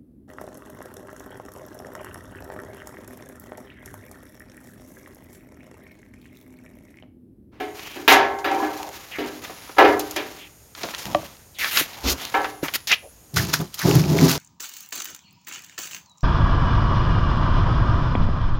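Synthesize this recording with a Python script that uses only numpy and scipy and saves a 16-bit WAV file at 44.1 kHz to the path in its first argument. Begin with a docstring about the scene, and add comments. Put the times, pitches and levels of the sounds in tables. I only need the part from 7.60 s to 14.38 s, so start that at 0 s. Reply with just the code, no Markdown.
"""Drawing water at a garden well

One small microphone close to the rim, insects singing behind. A full plastic jerrycan is hauled
up hand over hand, booming against the shaft while the rope rubs over the rim. It is grabbed,
lifted out, slops water on the slab and is carried a few steps in sandals. Then it is poured
onto an empty can, which drums under the stream."""
import sys
import numpy as np
from scipy import signal
from scipy.fft import rfft, irfft, next_fast_len
from scipy.io import wavfile

SR = 44100
rng = np.random.default_rng(int(sys.argv[2]) if len(sys.argv) > 2 else 0)


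def file_out(sig):
    """Save sig as 16-bit WAV at sys.argv[1]."""
    # one column per channel
    cols = np.atleast_2d(sig).T
    # limit, then scale
    lim = np.clip(cols, -1, 1)
    pcm = np.round(lim * 32767).astype(np.int16)
    wavfile.write(sys.argv[1], SR, pcm)


N = 298998

# Spectrum of the garden air: frequency_hz, level_db
GARDEN_SPECTRUM = [(20, -25), (40, -5.5), (80, -6.5), (130, -10), (200, -16), (480, -19), (1200, -26),
                   (4000, -31.5), (6500, -24.5), (9000, -21), (16000, -26)]
# Insect trills: start_s, end_s, pitch_hz, width_hz, level_db, swell_s
INSECT_TRILLS = [(-.1, 0.23, 8700, 350, -57, .1), (-.1, 6.8, 6750, 500, -63, .1),
                 (1.6, 2.6, 10380, 420, -51.5, .35), (2.72, 4.2, 8630, 350, -56.5, .1),
                 (4.5, 5.54, 10340, 420, -49.5, .4), (5.54, 8, 8510, 350, -57, .1)]
# Rumble as a leg swings past the microphone: time_s, level_db
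BUFFET_LEVEL = [(4.38, -75), (4.44, -46), (4.455, -24), (4.52, -25), (4.56, -36.5), (4.66, -71)]
# Spectrum of that rumble: frequency_hz, level_db
BUFFET_SPECTRUM = [(20, -21), (60, 16), (110, -9), (300, 5.5), (600, -7.5), (1500, -10), (16000, -103)]
# Small knocks of knots, grit, drops and feet: start_s, level_db, centre_hz, decay_s
SMALL_KNOCKS = [(0.193, -29.5, 1460, 0.0052), (0.524, -16.5, 5400, 0.024), (0.787, -40, 4460, 0.021),
                (0.914, -32, 3970, .006), (1.175, -32, 6250, .004), (1.847, -30.5, 1520, 0.0094),
                (1.897, -33, 600, .02), (2.093, -32, 577, 0.01), (2.184, -17.5, 1710, 0.0039),
                (2.394, -17, 12800, 0.0049), (2.397, -28, 4400, 0.016), (2.510, -22.5, 11300, 0.0049),
                (2.563, -22.5, 4700, 0.0081), (3.150, -29, 2440, 0.0032), (3.233, -23.5, 2350, 0.0074),
                (3.235, -28, 435, 0.032), (3.288, -25, 1470, 0.0018), (3.338, -29.5, 1500, 0.016),
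                (3.348, -15, 2750, 0.00092), (3.381, -31.5, 5100, 0.037), (3.453, -35.5, 130, 0.11),
                (3.547, -12, 1200, 0.0021), (3.55, -28.5, 140, 0.025), (4.045, -11.5, 1970, 0.0018),
                (4.172, -10, 2250, 0.0078), (4.441, -30, 300, 0.0098), (4.844, -22, 1020, .014),
                (5.083, -20.5, 1200, 0.0061), (5.317, -7.5, 2320, 0.0028), (5.324, -14, 2220, 0.0044),
                (5.741, -28, 10000, .006), (5.939, -33, 1580, 0.007), (6.142, -24, 8000, 0.0086),
                (6.191, -22.5, 6540, 0.005), (6.715, -9, 9100, 0.0016)]
# Hand and feet landing on the full can and the slab: start_s, level_db, pitch_ratio
DULL_KNOCKS = [(3.548, -22, 0.98), (3.63, -46.5, 0.94), (4.21, -31.5, 0.49), (5.029, -24, 0.48)]
# Modes of the full can at pitch_ratio 1: pitch_hz, level_db, t60_s
FULL_CAN_MODES = [(322, -3.5, 0.23), (597, 10.5, 0.11), (726, 16, 0.031), (1180, 7, 0.047),
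                  (1920, -38.5, 0.036)]
# Rope zipping through the grip, water swirling in the can: start_s, length_s, level_db, from_hz, to_hz
SWISH_GLIDES = [(0.169, 0.22, -42.5, 2314, 2930), (1.161, 0.16, -37.5, 900, 685),
                (1.513, 0.071, -34.5, 2880, 1707), (2.773, 0.11, -44.5, 3027, 2600),
                (3.44, 0.17, -40.5, 867, 698), (3.943, 0.055, -45, 4170, 2290),
                (3.991, 0.1, -26, 2513, 1490), (4.299, 0.27, -46, 804, 951),
                (4.583, 0.12, -38.5, 3023, 3810), (5.308, 0.038, -13.5, 2095, 2807),
                (5.423, 0.061, -43.5, 670, 546), (6.202, 0.041, -29.5, 2050, 1450)]
# Rope drawn through the hands, over the rim and along the slab: start_s, length_s, level_db
ROPE_PULLS = [(0.144, 0.26, -41), (0.916, 0.31, -38.5), (1.313, 0.46, -41.5), (1.816, 0.36, -42),
              (2.27, 0.49, -39.5), (3.157, 0.5, -37.5), (4.2, 0.41, -39.5), (4.572, 0.31, -39),
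              (5.023, 0.055, -34.5)]
# Spectrum of the rubbing fibres: frequency_hz, level_db
ROPE_SPECTRUM = [(40, -25.5), (130, -2.5), (400, -3), (900, -0.5), (2200, -2.5), (4000, -4.5), (7000, -7),
                 (16000, -8.5)]
# Wet slaps and scuffs on shaft, slab and cans: start_s, swell_s, end_level_db, swell_db, body_hz, spray_db
WET_SLAPS = [(0.479, 0.047, -25, 4, 10000, -3), (3.986, 0.11, -30, 0, 3140, 1.5),
             (4.11, 0.093, -17.5, 12.5, 2680, 2.5), (4.333, 0.024, -42.5, -4, 2960, -4),
             (4.433, 0.057, -20.5, 19.5, 3800, -2), (4.496, 0.034, -33, -6, 4600, 8),
             (5.033, 0.031, -30, -0.5, 1400, -2), (5.138, 0.022, -20.5, 5, 2970, 3),
             (5.272, 0.027, -29.5, -5, 3790, -2), (5.296, 0.045, -21.5, 2.5, 2760, -8),
             (5.764, 0.036, -33, 5, 1610, -14), (6, 0.016, -33, 10, 1140, 2.5),
             (6.682, 0.058, -37, -5, 7000, 2)]
# Tones in the shaft, booms of the empty can, and bubbles: start_s, level_db, pitch_hz, decay_cycles
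SHORT_RINGS = [(.005, -28, 421, 39), (.005, -28, 737, 42), (.916, -14, 775, 10.5), (1.001, -17, 984, 12),
               (1.025, -22, 308.5, 18.4), (1.155, -30, 401, 7.4), (5.763, -18, 87, 4.4),
               (5.77, -3.5, 1205, 2.4), (5.785, -11, 1860, 5), (5.798, -12, 1560, 3.8),
               (5.941, -9, 1500, 5), (6.001, -22, 162, 3.9), (6.246, -16.5, 160, 7.3),
               (6.284, -10.5, 401, 7.6), (6.35, -8.5, 156.4, 5.1), (6.354, -9, 280, 4.1),
               (6.545, -15, 400, 7.5), (6.618, -9.5, 252.5, 11.6), (6.629, -10.5, 156, 5.8),
               (6.64, -17.5, 381.6, 14)]
# Spray thrown off by the stream: time_s, level_db
SPATTER_LEVEL = [(5.72, -88), (5.742, -49), (5.752, -40), (5.766, -19.5), (5.86, -36), (5.926, -34),
                 (5.938, -19), (5.978, -34), (6.112, -57), (6.144, -44), (6.168, -45.5), (6.198, -30),
                 (6.392, -27), (6.442, -36.5), (6.72, -21), (6.78, -34)]
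# Spectrum of that spray: frequency_hz, level_db
SPATTER_SPECTRUM = [(100, -19.5), (500, -18), (1200, -8), (2500, -13.5), (5000, -9), (8000, -14),
                    (16000, -16)]
# The stream on the empty can, a first slop and then a steady pour: time_s, low_modes_db, upper_modes_db
POURS = [
    [(5.72, -77, -78), (5.736, -34, -43), (5.766, -25, -34.5), (5.9, -28, -34.5), (5.916, -30, -39),
     (5.99, -36.5, -44), (6.002, -19, -23.5), (6.026, -28.5, -30), (6.1, -66, -63)],
    [(6.21, -60, -78), (6.252, -14, -18.5), (6.298, -23, -18.5), (6.328, -26, -20.5), (6.358, -10.5, -19),
     (6.42, -21, -28.5), (6.662, -18.5, -17.5), (6.704, -29.5, -29), (6.78, -25, -28)],
]
# Wall and air modes of the empty can: pitch_hz, level_db, width_hz
EMPTY_CAN_MODES = [(86.4, -12, 26), (130.7, -5, 11), (157.6, 1.5, 25), (261.4, -9.5, 72), (300.6, -9, 33),
                   (349, -8, 19), (402.6, -8.5, 20), (518, -27.5, 24), (671, -15, 23), (848, -17, 62),
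                   (1000, -18, 79)]
# Blows down the shaft from the can and falling water: start_s, level_db, bass_db, treble_db
SHAFT_BLOWS = [(0.0, -35.5, 10, 8), (0.362, -43, 18, 9.5), (0.478, -13, -2, 12), (.512, -10, -12.5, -9),
               (0.844, -22, -2, 4), (0.911, -23.5, -4, -16), (1.019, -25, -6, -8), (1.585, -35, 20, 11.5),
               (1.64, -42, 8.5, 4.5), (2.165, -29, -6.5, -6), (2.183, -8, -7.5, -2.5), (2.202, -15, 6, -11),
               (2.247, -18.5, -7, -0.5), (2.562, -31, 11, 14.5), (4.741, -16.5, -10.5, -4.5)]
# Spectrum of the shaft's echoes: frequency_hz, level_db
SHAFT_SPECTRUM = [(40, -26.5), (130, -17), (220, -27.5), (290, 0.5), (470, -6), (600, -1), (780, -1),
                  (1300, -7.5), (2000, -5), (3000, -12), (5000, -24), (8000, -36.5), (16000, -23)]
# Full ring time of those echoes: frequency_hz, t60_s
SHAFT_DECAY = [(100, 0.76), (350, 0.82), (1000, 0.67), (2500, 0.42), (6000, 0.46), (15000, 0.2)]
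# Air modes of the shaft, with the can deep down or near the top: pitch_hz, deep_db, top_db, full_t60_s
SHAFT_AIR_MODES = [(278.6, -6.5, -16, 0.49), (302.6, -8, -7, 1), (343, -5, -14, 0.82),
                   (401.6, -5, -8, 0.92), (433, -17.5, -6, 0.83), (557, -10.5, -12, 0.64),
                   (595, -25, -26.5, 0.14), (734, -15.5, -16, 1), (790, -5.5, -12, 0.91),
                   (767, -6, -5.5, 0.64), (818, -16.5, -5.5, 0.44), (917, -11.5, -28, 0.9),
                   (929, -11.5, -3, 0.5), (1066, -22, -39, 0.43), (1015, -9.5, -26, 0.18),
                   (1075, -15, -37.5, 1), (1140, -37.5, -12, 0.72), (1325, -11, -5, 0.57),
                   (1546, -13, -14.5, 0.75), (1654, -20.5, -32, 0.98), (1693, -6.5, -5.5, 0.59),
                   (1565, -30.5, -37, .6), (1985, -22, -39, 0.93), (2120, -14.5, -16, 0.81),
                   (2130, -29, -4.5, 0.15), (2880, -12.5, -10, 0.14)]
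# The shaft rings shorter as the can rises and leaves it: time_s, t60_ratio
SHAFT_RING_SHARE = [(1.0, 0.93), (2.2, 0.69), (4.7, 0.71)]
# Response of the microphone: frequency_hz, gain_db
MICROPHONE_RESPONSE = [(20, -26), (60, 0.5), (7000, 0), (7900, -10.5), (10000, -6.5), (13000, -1.5),
                       (16000, -6)]

CUTOFF_HZ = 15900
DEEP_S, TOP_S = 0.55, 2.47   # when the can is deep down and near the top


def from_db(db):
    """Decibels to gain."""
    return 10 ** (np.asarray(db) / 20)


def rms_one(x):
    """Scale to unit power."""
    return x / np.sqrt(np.mean(x ** 2) + 1e-20)


def in_time(rows):
    """Each dB column of a curve at every sample; silent before it starts."""
    times, *columns = np.transpose(rows)
    return [np.interp(np.arange(N) / SR, times, column, left=-120) for column in columns]


def at_hz(points, hz):
    """Read a table on a log-frequency axis."""
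    frequencies, values = np.transpose(points)
    return np.interp(np.log(hz + 1e-9), np.log(frequencies), values)


def colour(x, points):
    """Give a sound a smooth spectrum."""
    size = next_fast_len(len(x))
    gain = from_db(at_hz(points, np.fft.rfftfreq(size, 1 / SR)))
    return irfft(rfft(x, size) * gain, size)[:len(x)]


def band(x, low, high, order=2):
    """Butterworth band-pass, unit power."""
    edges = [min(low, .4 * SR), min(high, .47 * SR)]
    return rms_one(signal.sosfilt(signal.butter(order, edges, "band", fs=SR, output="sos"), x))


def ring(clicks, hz, t60):
    """A unit click sets a sine of height 1 ringing."""
    radius, angle = np.exp(-np.log(1000) / (t60 * SR)), 2 * np.pi * hz / SR
    return signal.lfilter([0, np.sin(angle)], [1, -2 * radius * np.cos(angle), radius ** 2], clicks + 1e-18)


def grains(size, per_s, spread_db):
    """Random tiny impacts, many weak and a few strong; unit power."""
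    strengths = from_db(spread_db * np.minimum(rng.exponential(1, size), 4))
    return rms_one(strengths * rng.choice([-1, 1], size) * (rng.random(size) < per_s / SR))


def wander(size, rate_hz):
    """Slow complex noise of unit power: a drifting strength and phase."""
    lowpass = signal.butter(2, min(rate_hz, SR / 4), fs=SR, output="sos")
    real, imaginary = signal.sosfilt(lowpass, rng.standard_normal((2, size + SR // 4)))[:, SR // 4:]
    return (rms_one(real) + 1j * rms_one(imaginary)) / np.sqrt(2)


def add(out, start_s, sound):
    """Mix a sound in at a time."""
    start = int(np.clip(round(start_s * SR), 0, N - 1))
    out[start:start + len(sound)] += sound[:N - start]


def garden(level_db=-49):
    """The bed of the place: a steady low rumble with a faint high hiss."""
    return from_db(level_db) * rms_one(colour(rng.standard_normal(N), GARDEN_SPECTRUM))


def insects(fade_s=0.025):
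    """Off in the garden, narrow high trills swell in and stop short."""
    out, t = np.zeros(N), np.arange(N) / SR
    for start_s, end_s, hz, width_hz, db, swell_s in INSECT_TRILLS:
        envelope = np.clip(np.minimum((t - start_s) / swell_s, (end_s - t) / fade_s), 0, 1)
        out += from_db(db) * envelope * band(rng.standard_normal(N), hz - width_hz / 2, hz + width_hz / 2)
    return out


def yard(close, echo_db=-22, t60=0.26, top_hz=6000):
    """Wall and bushes scatter a faint, dull tail behind the close sounds."""
    t = np.arange(SR // 2) / SR
    tail = band(rng.standard_normal(len(t)), 67, top_hz, order=1) * np.exp(-np.log(1000) * t / t60)
    return close + from_db(echo_db) * signal.fftconvolve(close, tail / np.linalg.norm(tail))[:N]


def buffet():
    """Air and cloth rumble briefly as a leg passes the microphone."""
    rumble = rms_one(colour(rng.standard_normal(N), BUFFET_SPECTRUM))
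    return from_db(in_time(BUFFET_LEVEL)[0]) * rumble


def ticks(width_ratio=2.22):
    """Small contacts: hard ones crack high and short, soft ones thud low and longer."""
    out, t = np.zeros(N), np.arange(SR // 3) / SR
    for start_s, db, hz, decay_s in SMALL_KNOCKS:
        noise = band(rng.standard_normal(len(t)), hz / width_ratio, hz * width_ratio)
        add(out, start_s, from_db(db) * np.exp(-t / decay_s) * noise)
    return out


def bumps():
    """Hand and feet knock a few short modes; softer, heavier contacts sound lower."""
    out, click = np.zeros(N), signal.unit_impulse(SR // 2)
    for start_s, db, pitch_ratio in DULL_KNOCKS:
        knock = sum((-1) ** k * from_db(mode_db) * ring(click, hz * pitch_ratio, t60 * pitch_ratio)
                    for k, (hz, mode_db, t60) in enumerate(FULL_CAN_MODES))
        add(out, start_s, from_db(db) * knock)
    return out


def swishes(width_share=0.21):
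    """Slipping rope or swirling water: a band of hiss swells and fades while its pitch slides."""
    out = np.zeros(N)
    for start_s, length_s, db, from_hz, to_hz in SWISH_GLIDES:
        progress = np.linspace(0, 1, int(length_s * SR))
        hz = from_hz * (to_hz / from_hz) ** progress
        drift = wander(SR // 2, width_share * hz.mean())[:len(progress)]
        hiss = np.real(drift * np.exp(2j * np.pi * np.cumsum(hz) / SR))
        arch = np.sqrt(2 * np.abs(np.sin(np.pi * progress)))
        add(out, start_s, from_db(db) * arch * hiss)
    return out


def rope(grip_s=0.0083, let_go_s=0.081, sag_db_per_s=4.5, flutter_db=3.0, grit_db=-9, grit_s=0.0011):
    """On each pull fibres catch and slip in a dry, uneven rustle, and grit clicks under the rope."""
    effort, t = np.zeros(N), np.arange(2 * SR) / SR
    for start_s, length_s, db in ROPE_PULLS:
        grip = 1 - np.exp(-t / grip_s)
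        release = np.exp(-np.maximum(t - length_s, 0) / let_go_s)
        add(effort, start_s, from_db(db - sag_db_per_s * t) * grip * release)
    fibres = rms_one(colour(grains(N, per_s=5000, spread_db=-0.5), ROPE_SPECTRUM))
    catches = np.abs(grains(N, per_s=45, spread_db=5.5))
    bursts = signal.lfilter([1], [1, -np.exp(-1 / (grit_s * SR))], catches + 1e-18)
    grit = band(bursts * rng.standard_normal(N), 900, 12000, order=1)
    flutter = from_db(flutter_db * wander(N, rate_hz=28).real)
    return effort * (fibres * flutter + from_db(grit_db) * grit)


def splashes(width_ratio=1.83, spray_hz=3600, thud_db=-17, fall_share=0.2):
    """Wet contacts burst into crackle and drain away: a body, fine spray and a soft thud below."""
    out, t = np.zeros(N), np.arange(SR // 4) / SR
    for start_s, swell_s, db, swell_db, body_hz, spray_db in WET_SLAPS:
        drops = grains(len(t), per_s=6900, spread_db=1.0)
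        body = band(drops, body_hz / width_ratio, body_hz * width_ratio)
        spray = from_db(spray_db) * band(drops, spray_hz, CUTOFF_HZ)
        thud = from_db(thud_db) * band(rng.standard_normal(len(t)), 170, 1200)
        swell = from_db(db + swell_db * np.minimum(t / swell_s - 1, 0))
        fall = np.exp(-np.maximum(t - swell_s, 0) / (fall_share * swell_s))
        add(out, start_s, swell * fall * (body + spray + thud))
    return out


def short_rings(onset_cycles=1.03, climb=0.7):
    """The shaft, the empty can and bubbles ring briefly, each as a damped sine climbing in pitch."""
    out, t = np.zeros(N), np.arange(SR // 3) / SR
    for start_s, db, hz, cycles in SHORT_RINGS:
        age = t * hz / cycles
        pitch_hz = hz * (1 + climb / cycles ** 1.5 * np.minimum(age, 4))   # fewer cycles, more chirp
        envelope = (1 - np.exp(-t * hz / onset_cycles)) * np.exp(-age)
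        add(out, start_s, from_db(db) * envelope * np.sin(2 * np.pi * np.cumsum(pitch_hz) / SR))
    return out


def spatter(gain_db=1.0, clump_db=2.5, bubble_db=-8, t60_cycles=22):
    """Droplets crackle in clumps around the stream, and tiny bubbles ping."""
    crackle = rms_one(colour(grains(N, per_s=3500, spread_db=3.0), SPATTER_SPECTRUM))
    pings = sum(rms_one(ring(grains(N, per_s=13, spread_db=5.5), hz, t60_cycles / hz))
                for hz in np.geomspace(2200, 13000, num=16))
    level_db = in_time(SPATTER_LEVEL)[0] + gain_db + clump_db * wander(N, rate_hz=35).real
    return from_db(level_db) * (crackle + from_db(bubble_db) * rms_one(pings))


def patter(gain_db=-7):
    """Lumps of water land on the empty can as irregular soft taps."""
    _, upper_db = in_time(np.concatenate(POURS))
    taps = grains(N, per_s=900, spread_db=2.0)
    return from_db(upper_db + gain_db) * band(taps, 90, 600)


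def drumming(split_hz=220, upper_lift_db=2.5, evenness=0.78, shift_db=3.0):
    """The stream keeps the wall and air modes of the empty can ringing."""
    low_db, upper_db = in_time(np.concatenate(POURS))
    out, t = np.zeros(N), np.arange(N) / SR
    for hz, db, width_hz in EMPTY_CAN_MODES:
        drive = wander(N, width_hz / 2)
        drive /= (np.abs(drive) + 0.00081) ** evenness   # a steady stream never lets a mode die away
        spot_db = shift_db * wander(N, rate_hz=8).real   # the stream roams, favouring modes in turn
        stream_db = upper_db + upper_lift_db if hz > split_hz else low_db
        mode = rms_one(np.real(drive * np.exp(2j * np.pi * hz * t)))
        out += from_db(db + stream_db + spot_db) * mode
    return out / np.linalg.norm(from_db(np.array(EMPTY_CAN_MODES)[:, 1]))


def boom(gain_db=-30.5, centre_hz=65, width_ratio=1.6, rise_s=0.04, decay_s=0.14):
    """Each blow sets the whole air column of the well rumbling, late and low."""
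    out, t = np.zeros(N), np.arange(SR) / SR
    swell = (1 - np.exp(-t / rise_s)) * np.exp(-t / decay_s)
    for start_s, db, _, _ in SHAFT_BLOWS:
        rumble = band(rng.standard_normal(SR), centre_hz / width_ratio, centre_hz * width_ratio)
        add(out, start_s, from_db(db + gain_db) * swell * rumble)
    return out


def blow_envelopes(hz, t60, bass_db, treble_db, bass_hz=480, treble_hz=1600, late_hz=900):
    """A blow's rise and decay, one row a frequency; long waves zigzag up the shaft and build later."""
    t = np.arange(SR) / SR
    tone = from_db(bass_db / (1 + (hz / bass_hz) ** 4) + treble_db / (1 + (treble_hz / hz) ** 3))
    build_s = 0.00048 * np.exp(-0.1962 * treble_db)   # a duller blow fills the shaft more slowly
    rise = 1 - np.exp(-t / (build_s * (1 + late_hz / hz[:, None])))
    return tone[:, None] * rise * np.exp(-np.log(1000) * t / t60[:, None])


def shaft(gain_db=-0.5, wall_s=0.0048, wall_gain=0.54, sway_share=0.005, sway_hz=13.3):
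    """Heard from the rim, each blow fills the shaft with dense echoes and rings its air modes."""
    out, t = np.zeros(N), np.arange(SR) / SR
    edges = np.geomspace(40, 16000, 27)
    band_hz = np.sqrt(edges[1:] * edges[:-1])
    band_t60 = at_hz(SHAFT_DECAY, band_hz)
    band_gains = from_db(at_hz(SHAFT_SPECTRUM, band_hz)) * np.sqrt(np.diff(edges))
    band_gains /= np.linalg.norm(band_gains)
    noise = np.array([band(rng.standard_normal(N + SR), low, high, order=3)
                      for low, high in zip(edges, edges[1:])])
    mode_hz, deep_db, top_db, mode_t60 = np.transpose(SHAFT_AIR_MODES)
    for start_s, db, bass_db, treble_db in SHAFT_BLOWS:
        start = int(start_s * SR)
        ring_share = np.interp(start_s, *np.transpose(SHAFT_RING_SHARE))
        band_envelopes = blow_envelopes(band_hz, band_t60 * ring_share, bass_db, treble_db)
        echoes = band_gains @ (noise[:, start:start + SR] * band_envelopes)
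        # the bounce off the opposite wall hollows the echo, differently at each spot
        lag = int(wall_s * SR * rng.uniform(.8, 1.2))
        echoes = (echoes + wall_gain * np.pad(echoes, (lag, 0))[:SR]) / np.hypot(1, wall_gain)
        # the modes waver in pitch as the can swings, and change balance as it rises
        swayed_t = t + sway_share * np.cumsum(wander(SR, sway_hz).real) / SR
        sines = np.sin(2 * np.pi * (mode_hz[:, None] * swayed_t + rng.random((len(mode_hz), 1))))
        height = np.interp(start_s, [DEEP_S, TOP_S], [0, 1])
        mode_gains = from_db(deep_db + height * (top_db - deep_db))
        modes = mode_gains @ (sines * blow_envelopes(mode_hz, mode_t60 * ring_share, bass_db, treble_db))
        clarity = from_db(-0.3921 * treble_db)   # a duller blow rings the modes more clearly
        add(out, start_s, from_db(db + gain_db) * (echoes + clarity * modes))
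    return out


def scene():
    """The well below, the work close by and the garden around, in mono."""
    handling = rope() + ticks() + bumps() + swishes()
    close = handling + splashes() + short_rings() + drumming() + patter() + spatter()
    return (garden() + shaft() + boom() + yard(close) + buffet() + insects())[None]


def record(dry):
    """A small microphone with a treble dip; the loudest peaks overload, and the top is cut."""
    clipped = np.clip(colour(dry[0], MICROPHONE_RESPONSE), -1, 1)
    lowpass = signal.ellip(12, .1, 100, CUTOFF_HZ, fs=SR, output="sos")
    return signal.sosfilt(lowpass, clipped)[None]


dry = scene()
out = record(dry)
file_out(out)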